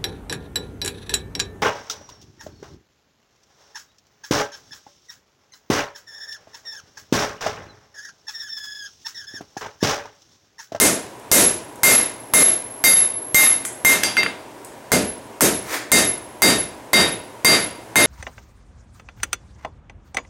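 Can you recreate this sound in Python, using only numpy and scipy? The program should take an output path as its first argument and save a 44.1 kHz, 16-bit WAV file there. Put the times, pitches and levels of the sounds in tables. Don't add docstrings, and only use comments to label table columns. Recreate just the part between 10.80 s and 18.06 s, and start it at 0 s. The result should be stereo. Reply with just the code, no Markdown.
import sys
import numpy as np
from scipy import signal
from scipy.fft import rfft, irfft
from scipy.io import wavfile
from scipy.ndimage import uniform_filter1d

SR = 44100
rng = np.random.default_rng(int(sys.argv[2]) if len(sys.argv) > 2 else 0)


def convert_level_to_amplitude(level_db):
    exponent = np.asarray(level_db, float) / 20
    return 10 ** exponent


def store_pcm(level_fs):
    pcm = np.round(np.clip(level_fs, -1, 1) * 32767).astype(np.int16)
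    wavfile.write(sys.argv[1], SR, np.atleast_2d(pcm).T)


N = 320166


def rms_one(x):
    return x / np.sqrt(np.mean(x ** 2) + 1e-20)


def at_hz(points, hz):
    point_hz, value = np.array(points)[:, 0], np.array(points)[:, 1]
    return np.interp(np.log(hz), np.log(point_hz), value)


def strikes(seconds, db):
    clicks = np.full(N, 1e-18)
    places = np.round(np.asarray(seconds) * SR).astype(int)
    clicks[np.clip(places, 0, N - 1)] = convert_level_to_amplitude(np.asarray(db))
    return clicks


def fade(clicks, t60):
    return signal.lfilter([1], [1, -convert_level_to_amplitude(-60 / (t60 * SR))], clicks)


def build_up(clicks, t60, rise_s):
    r = np.exp(-1 / (rise_s * SR))
    return signal.lfilter([1 - r], [1, -r], fade(clicks, t60))


def band(x, low_hz, high_hz):
    sos = signal.butter(2, [low_hz, min(high_hz, 0.45 * SR)], "band", fs=SR, output="sos")
    return signal.sosfilt(sos, x)


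def colour(x, spectrum):
    length = x.shape[-1]
    hz = np.fft.rfftfreq(length, 1 / SR) + 1
    return rms_one(irfft(rfft(x) * convert_level_to_amplitude(at_hz(spectrum, hz)), length))


# pitch_hz, side_minus_mid_db
WIDTH = [(60, -18), (180, -19.5), (550, -15), (1650, -13.5), (4970, -9.5), (15000, -19)]
# pitch_hz, left_minus_right_db
LEAN = [(60, -1), (240, -2), (950, -2.5), (3770, -0.5), (15000, -1)]


def spread(mid, side):
    hz = np.fft.rfftfreq(len(mid), 1 / SR) + 1
    lean = convert_level_to_amplitude(at_hz(LEAN, hz) / 2)
    m = rfft(mid)
    s = rfft(side) * convert_level_to_amplitude(at_hz(WIDTH, hz))
    left, right = (m + s) * lean, (m - s) / lean
    return np.array([irfft(left, len(mid)), irfft(right, len(mid))])


# start_s, force_db (over the limiter), thud_db, body_db, scale_spray_db
BLOWS = [(0.0, 6.5, 1, 4.5, 3), (0.5151, 13, -1.5, 3.5, 3), (1.0331, 12.5, -3.5, 6, 2.5),
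         (1.537, 9.5, -2, 5, 1.5), (2.0396, 10, -6.5, 4.5, 1.5), (2.545, 13, -13, 2.5, -1),
         (3.048, 10.5, -9.5, 1.5, -3), (3.233, -3, -11.5, 1, -15), (3.368, -4, -5.5, 4, -23),
         (3.4309, -31, 13, 17, -26), (3.462, -39, -47, 18, -35), (4.118, 3.5, 2, 1, -7),
         (4.608, 3.5, 2, 4, -1), (5.1175, 8, -0.5, 3.5, -0.5), (5.62, 9, -1, 4, -2),
         (6.1322, 8.5, -2, 5.5, -5), (6.647, 11.5, -5, 4.5, -4.5), (7.157, 10, -4.5, 3, -7.5)]


def impact():
    start_s, force, thud, body, spray = np.transpose(BLOWS)
    noise = rng.standard_normal(N)
    flat_db = np.where(start_s < 3.0, 0, -9.0)
    push = band(strikes(start_s, force + flat_db + 17), 31, 320)
    sharp = 0.48 * force
    crack = band(noise, 2500, 18000) * fade(strikes(start_s + 0.00013, sharp + spray - 1.5), 0.02)
    clank_env = fade(strikes(start_s + 0.0006, sharp + body + 2.05), 0.018)
    bare = np.abs(np.arange(N) / SR - 3.6) < 0.4
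    clank = np.where(bare, band(noise, 1370, 2380), band(noise, 780, 2000)) * clank_env
    return crack + clank - push


# pitch_hz, level_db (per Hz)
CRACK = [(24, -35), (40, -25), (237, 2.65), (570, -2.04), (770, -13.5), (2100, -11.5), (2840, -23),
         (3830, -10.5), (5050, -17.5), (7730, -2.5), (12800, -11), (16000, -66)]
# pitch_hz, t60_s
SHOP = [(60, 0.78), (160, 0.45), (420, 0.5), (1100, 0.43), (2900, 0.49), (7700, 0.37), (11000, 0.28),
        (15000, 0.085)]
EDGES = 30 * 2 ** np.arange(0, 9.3, 0.5)


def clangour():
    start_s, force, thud, body, spray = np.transpose(BLOWS)
    white, out = rng.standard_normal((2, 2, N)), np.zeros((2, N))
    stump_db = np.where(start_s < 4, -2, 3)
    for k, (low, high) in enumerate(zip(EDGES, EDGES[1:])):
        hz = np.sqrt(low * high)
        dull = at_hz([(500, 1), (800, 0)], hz)
        bright = at_hz([(4000, 0), (6000, 1)], hz)
        db = force + dull * thud + bright * spray + (1 - dull - bright) * body + at_hz(CRACK, hz)
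        db += at_hz([(90, 1), (260, 0.23)], hz) * stump_db
        envelope = build_up(strikes(start_s, db - 2.0), at_hz(SHOP, hz), 0.0077 + 0.36 / low)
        out += band(white[k % 2], low, high) * envelope
    return spread(out[0], 1.79 * out[1])


# bend_db, twist_db, horn_db, face_db, edge_db
LANDING = [(-11, -21.5, -24, -13, -18), (-14.5, -20, -22, -28, -12), (-2.5, -19, -12, -15.5, -8),
           (-7, -17.5, -34, -12, -17), (-2, -10.5, -5, -9, -8), (-2.5, -15, -17.5, -7.5, -6.5),
           (-3, -20, -31, -11.5, -14), (-15, -33, -6.5, -13, -33), (-2, -17.5, -3.5, -19.5, -32),
           (-17, -32, -9, -26, -28), (-14, -38, -35, -35, -35), (-14.5, -31, -17.5, -16.5, -27),
           (-21, -20, -19, -9.5, -14), (-3, -12.5, -10.5, -6, -22), (-6, -11, -3.5, -15, -19),
           (-3.5, -9, -4, -18, -27), (-1.5, -13, -1, -10.5, -25), (-5, -14.5, -16, -13.5, -22)]
ANVIL_HZ = [
    [2110, 2102, 2684],
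    [3755, 3743, 1836],
    [4720, 4540, 5655],
    [6438, 6320, 7300, 8493],
    [12623, 12940],
]
# level_db, t60_s
ANVIL = [
    [(10.5, 0.15), (-14, 0.5), (-20.5, 0.42)],
    [(4.5, 0.34), (-4, 0.42), (0, 0.3)],
    [(2, 0.33), (-17.5, 0.19), (-15, 0.089)],
    [(-0.5, 0.26), (11.5, 0.046), (4, 0.079), (11, 0.078)],
    [(9.5, 0.22), (-1, 0.1)],
]
BLOOM_S = [0.014, 0.013, 0.012, 0.012, 0.0077]


def anvil():
    start_s, force = np.transpose(BLOWS)[:2]
    t = np.arange(N) / SR
    bare = np.where(force < 3, 0.35, 1)
    chance_db = iter(rng.standard_normal((len(start_s), 15)).T)
    out = np.zeros(N)
    for share, pitches, modes, rise_s in zip(np.transpose(LANDING), ANVIL_HZ, ANVIL, BLOOM_S):
        for hz, (level_db, t60) in zip(pitches, modes):
            mode_db = max(level_db, 0) + bare * min(level_db, 0)
            db = force + share + mode_db - 11.0 + next(chance_db)
            out += build_up(strikes(start_s, db), t60, rise_s) * np.sin(2 * np.pi * hz * t)
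    rest_s, rest_loss_db_per_s = 3.51, 300
    resting = np.maximum(t - rest_s, 0) * (t < 4.1)
    return out * convert_level_to_amplitude(-rest_loss_db_per_s * resting)


# start_s, struck_db, turn_s (after the blow), turned_db, turned_away_loss_db
HEAD = [(0.0, -43, .14, -30, 35), (0.5153, -38, 0.16, -16.5, 40), (1.032, -24, 0.14, -14, 29),
        (1.536, -14, 0.12, -10.5, 24.5), (2.04, -11.5, 0.11, -7.5, 22.5), (2.544, -19.5, .15, -13.5, 27),
        (3.0506, -23, 0.064, -23, 39), (3.233, -42, 0.076, -41, 5), (3.3683, -45, .12, -44, 23.5),
        (4.1183, -32, 0.18, -30.5, 39), (4.607, -26, .17, -28.5, 46), (5.1164, -26, .18, -21, 33),
        (5.62, -43, 0.19, -22, 71), (6.1309, -33, 0.19, -26, 37), (6.646, -28, 0.2, -28.5, 36),
        (7.157, -26.5, .15, -12, 35)]


def turning(t):
    row = np.maximum(np.searchsorted(np.array(HEAD)[:, 0], t) - 1, 0)
    start_s, struck_db, turn_s, turned_db, loss_db = np.array(HEAD)[row].T
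    struck_loss_db_per_s, turn_in_db_per_s = 103, 223
    turn_away_s, ring_loss_db_per_s = 0.11, 25.5
    past = t - start_s - turn_s
    away = np.maximum(past, 0)
    facing_db = turned_db + turn_in_db_per_s * np.minimum(past, 0)
    facing_db -= loss_db * (1 - np.exp(-away / turn_away_s)) + ring_loss_db_per_s * away
    struck = convert_level_to_amplitude(struck_db - struck_loss_db_per_s * (t - start_s)) * (past < 0)
    return struck + convert_level_to_amplitude(facing_db)


# after_blow_s, speed_m_per_s (towards the microphone)
SWING = [(0, 0), (.05, 0.5), (.14, 2), (.22, -2.08), (.28, -1.5), (.35, 0.55), (.45, 3.5), (.51, 4)]
# speed_share (along the path), level_db
PATHS = [(1, 2), (-1.5, -6), (0.36, 2), (-0.14, -14)]


def hammer_head():
    start_s, force = np.transpose(BLOWS)[:2]
    t = np.arange(N) / SR
    since = t - start_s[np.maximum(np.searchsorted(start_s, t) - 1, 0)]
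    resting = (t > 3.05) & (t < 4.0)
    speed = np.interp(since, *np.transpose(SWING)) * np.where(resting, 0.15, 1)
    travel = np.cumsum(speed) / SR / 343
    head_hz = 11000
    tone = sum(convert_level_to_amplitude(db) * np.sin(2 * np.pi * head_hz * (t + along * travel)) for along, db in PATHS)
    fresh = np.maximum(fade(strikes(start_s, force), 0.87), 1)
    return tone * fresh * turning(t)


# start_s, level_db, pitch_hz, length_s
TICKS = [
    (0.397, -43, 9000, 0.05),
    (0.958, -40, 10500, 0.1),
    (2.8505, -11.5, 1750, 0.13),
    (3.2356, -5.5, 5500, 0.026),
    (3.433, -11, 1820, 0.019),
    (3.732, -76, 2110, 0.24),
    (3.847, -32.5, 9000, 0.19),
]
# pitch_hz, level_db (per Hz)
SCUFF_COLOUR = [(180, -39), (300, -5), (756, -7.5), (1030, -6), (2210, -6.5), (2830, -15.5), (7020, -15),
                (15500, -22)]


def handling():
    out, t = np.zeros(N), np.arange(N) / SR
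    noise, after = rng.standard_normal((len(TICKS), SR // 2)), t[:SR // 2]
    for (start_s, db, hz, length_s), burst in zip(TICKS, noise):
        tick = band(burst, hz / 1.8, hz * 1.45) * convert_level_to_amplitude(db + 4 - 60 * after / 0.016)
        hiss = band(burst, 6900, 10800) * convert_level_to_amplitude(db - 4 - 60 * after / max(length_s, 0.01))
        out[round(start_s * SR):][:SR // 2] += tick + hiss
    peak_s, peak_db, swell_db_per_s, fade_db_per_s = 4.945, -22, 215, 316
    scuff_db = peak_db - np.maximum(swell_db_per_s * (peak_s - t), fade_db_per_s * (t - peak_s))
    uneven = convert_level_to_amplitude(2.3 * rng.standard_normal(N))
    grit = colour(rng.standard_normal(N) * uneven, SCUFF_COLOUR)
    return out + grit * convert_level_to_amplitude(scuff_db)


def shop(x, wet_db):
    t = np.arange(SR) / SR
    white, echo = rng.standard_normal((2, 2, SR)), np.zeros((2, SR))
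    for k, (low, high) in enumerate(zip(EDGES, EDGES[1:])):
        rise = 1 - np.exp(-t / (0.006 + 14.0 / low))
        decay = convert_level_to_amplitude(-60 * t / at_hz(SHOP, np.sqrt(low * high)))
        echo += band(white[k % 2], low, high) * rise * decay
    echo *= convert_level_to_amplitude(wet_db) / np.sqrt(np.sum(echo[0] ** 2))
    mid, side = [signal.fftconvolve(x, e)[:N] for e in echo]
    return spread(x + mid, 1.93 * side)


def far_walls():
    start_s, force = np.transpose(BLOWS)[:2]
    return convert_level_to_amplitude(-0.5) + build_up(strikes(start_s, force - 13), 0.95, 0.051)


# pitch_hz, level_db (per Hz)
BLOWER = [(15, -57), (25, -24), (92, -8), (190, -6), (290, 2), (641, -1), (887, -2.5), (962, 0),
          (1260, -11.5), (1560, -10), (4370, -22), (9070, -21.5), (16000, -33)]
# pitch_hz, level_db (rms)
DRONE = [
    (118.4, -56.5),
    (629.8, -55),
    (963.6, -54.5),
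    (990.5, -77),
    (15735, -73),
]


def blower():
    air, hz = rng.standard_normal((2, N)), np.fft.rfftfreq(N, 1 / SR)
    lines = np.zeros(N)
    for line_hz, db in DRONE:
        resonance = 1 / (1 + ((hz - line_hz) / 10.0) ** 2)
        lines += convert_level_to_amplitude(db) * rms_one(irfft(rfft(air[1]) * resonance, N))
    mid, side = convert_level_to_amplitude(-41) * colour(air, BLOWER)
    return spread(mid + lines, 1.37 * side)


def scene():
    head = hammer_head()
    small = shop(handling() + 0.67 * head, wet_db=-6)
    ring = shop(anvil(), wet_db=-23)
    return impact() + clangour() + small + ring + 0.22 * head + far_walls() * blower()


def gate_treble(x, margin_db):
    hz, _, frames = signal.stft(x, SR, nperseg=1024)
    power = np.mean(np.abs(frames) ** 2, axis=0)
    whole = power.sum(axis=0)
    width_hz = 650
    for low in np.arange(11400, 16000, width_hz):
        part = (hz >= low) & (hz < low + width_hz)
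        threshold_db = margin_db - 1.3 * (low / 1000 - 12)
        frames[:, part] *= power[part].sum(axis=0) > whole * convert_level_to_amplitude(2 * threshold_db)
    return signal.istft(frames, SR, nperseg=1024)[1][:, :N]


def band_limit(x):
    return signal.sosfilt(signal.butter(12, 16680, fs=SR, output="sos"), x)


def record(dry):
    t = np.arange(N) / SR
    level_db = 10 * np.log10(uniform_filter1d(np.mean(dry ** 2, axis=0), size=128) + 1e-12)
    over_db = np.maximum(level_db + 12.0, 0)
    release_db_per_s, attack_s = 450, 0.00058
    held_db = np.maximum.accumulate(over_db + release_db_per_s * t) - release_db_per_s * t
    smooth = np.exp(-1 / (attack_s * SR))
    gain = convert_level_to_amplitude(-0.95 * signal.lfilter([1 - smooth], [1, -smooth], held_db))
    overloaded = 1.092 * np.tanh(dry * gain / 1.003)
    top_cut = signal.cheby2(10, 50, 17000, fs=SR, output="sos")
    mix = gate_treble(signal.sosfilt(top_cut, overloaded), margin_db=-34.5)
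    return band_limit(mix)


dry = scene()
out = record(dry)
store_pcm(out)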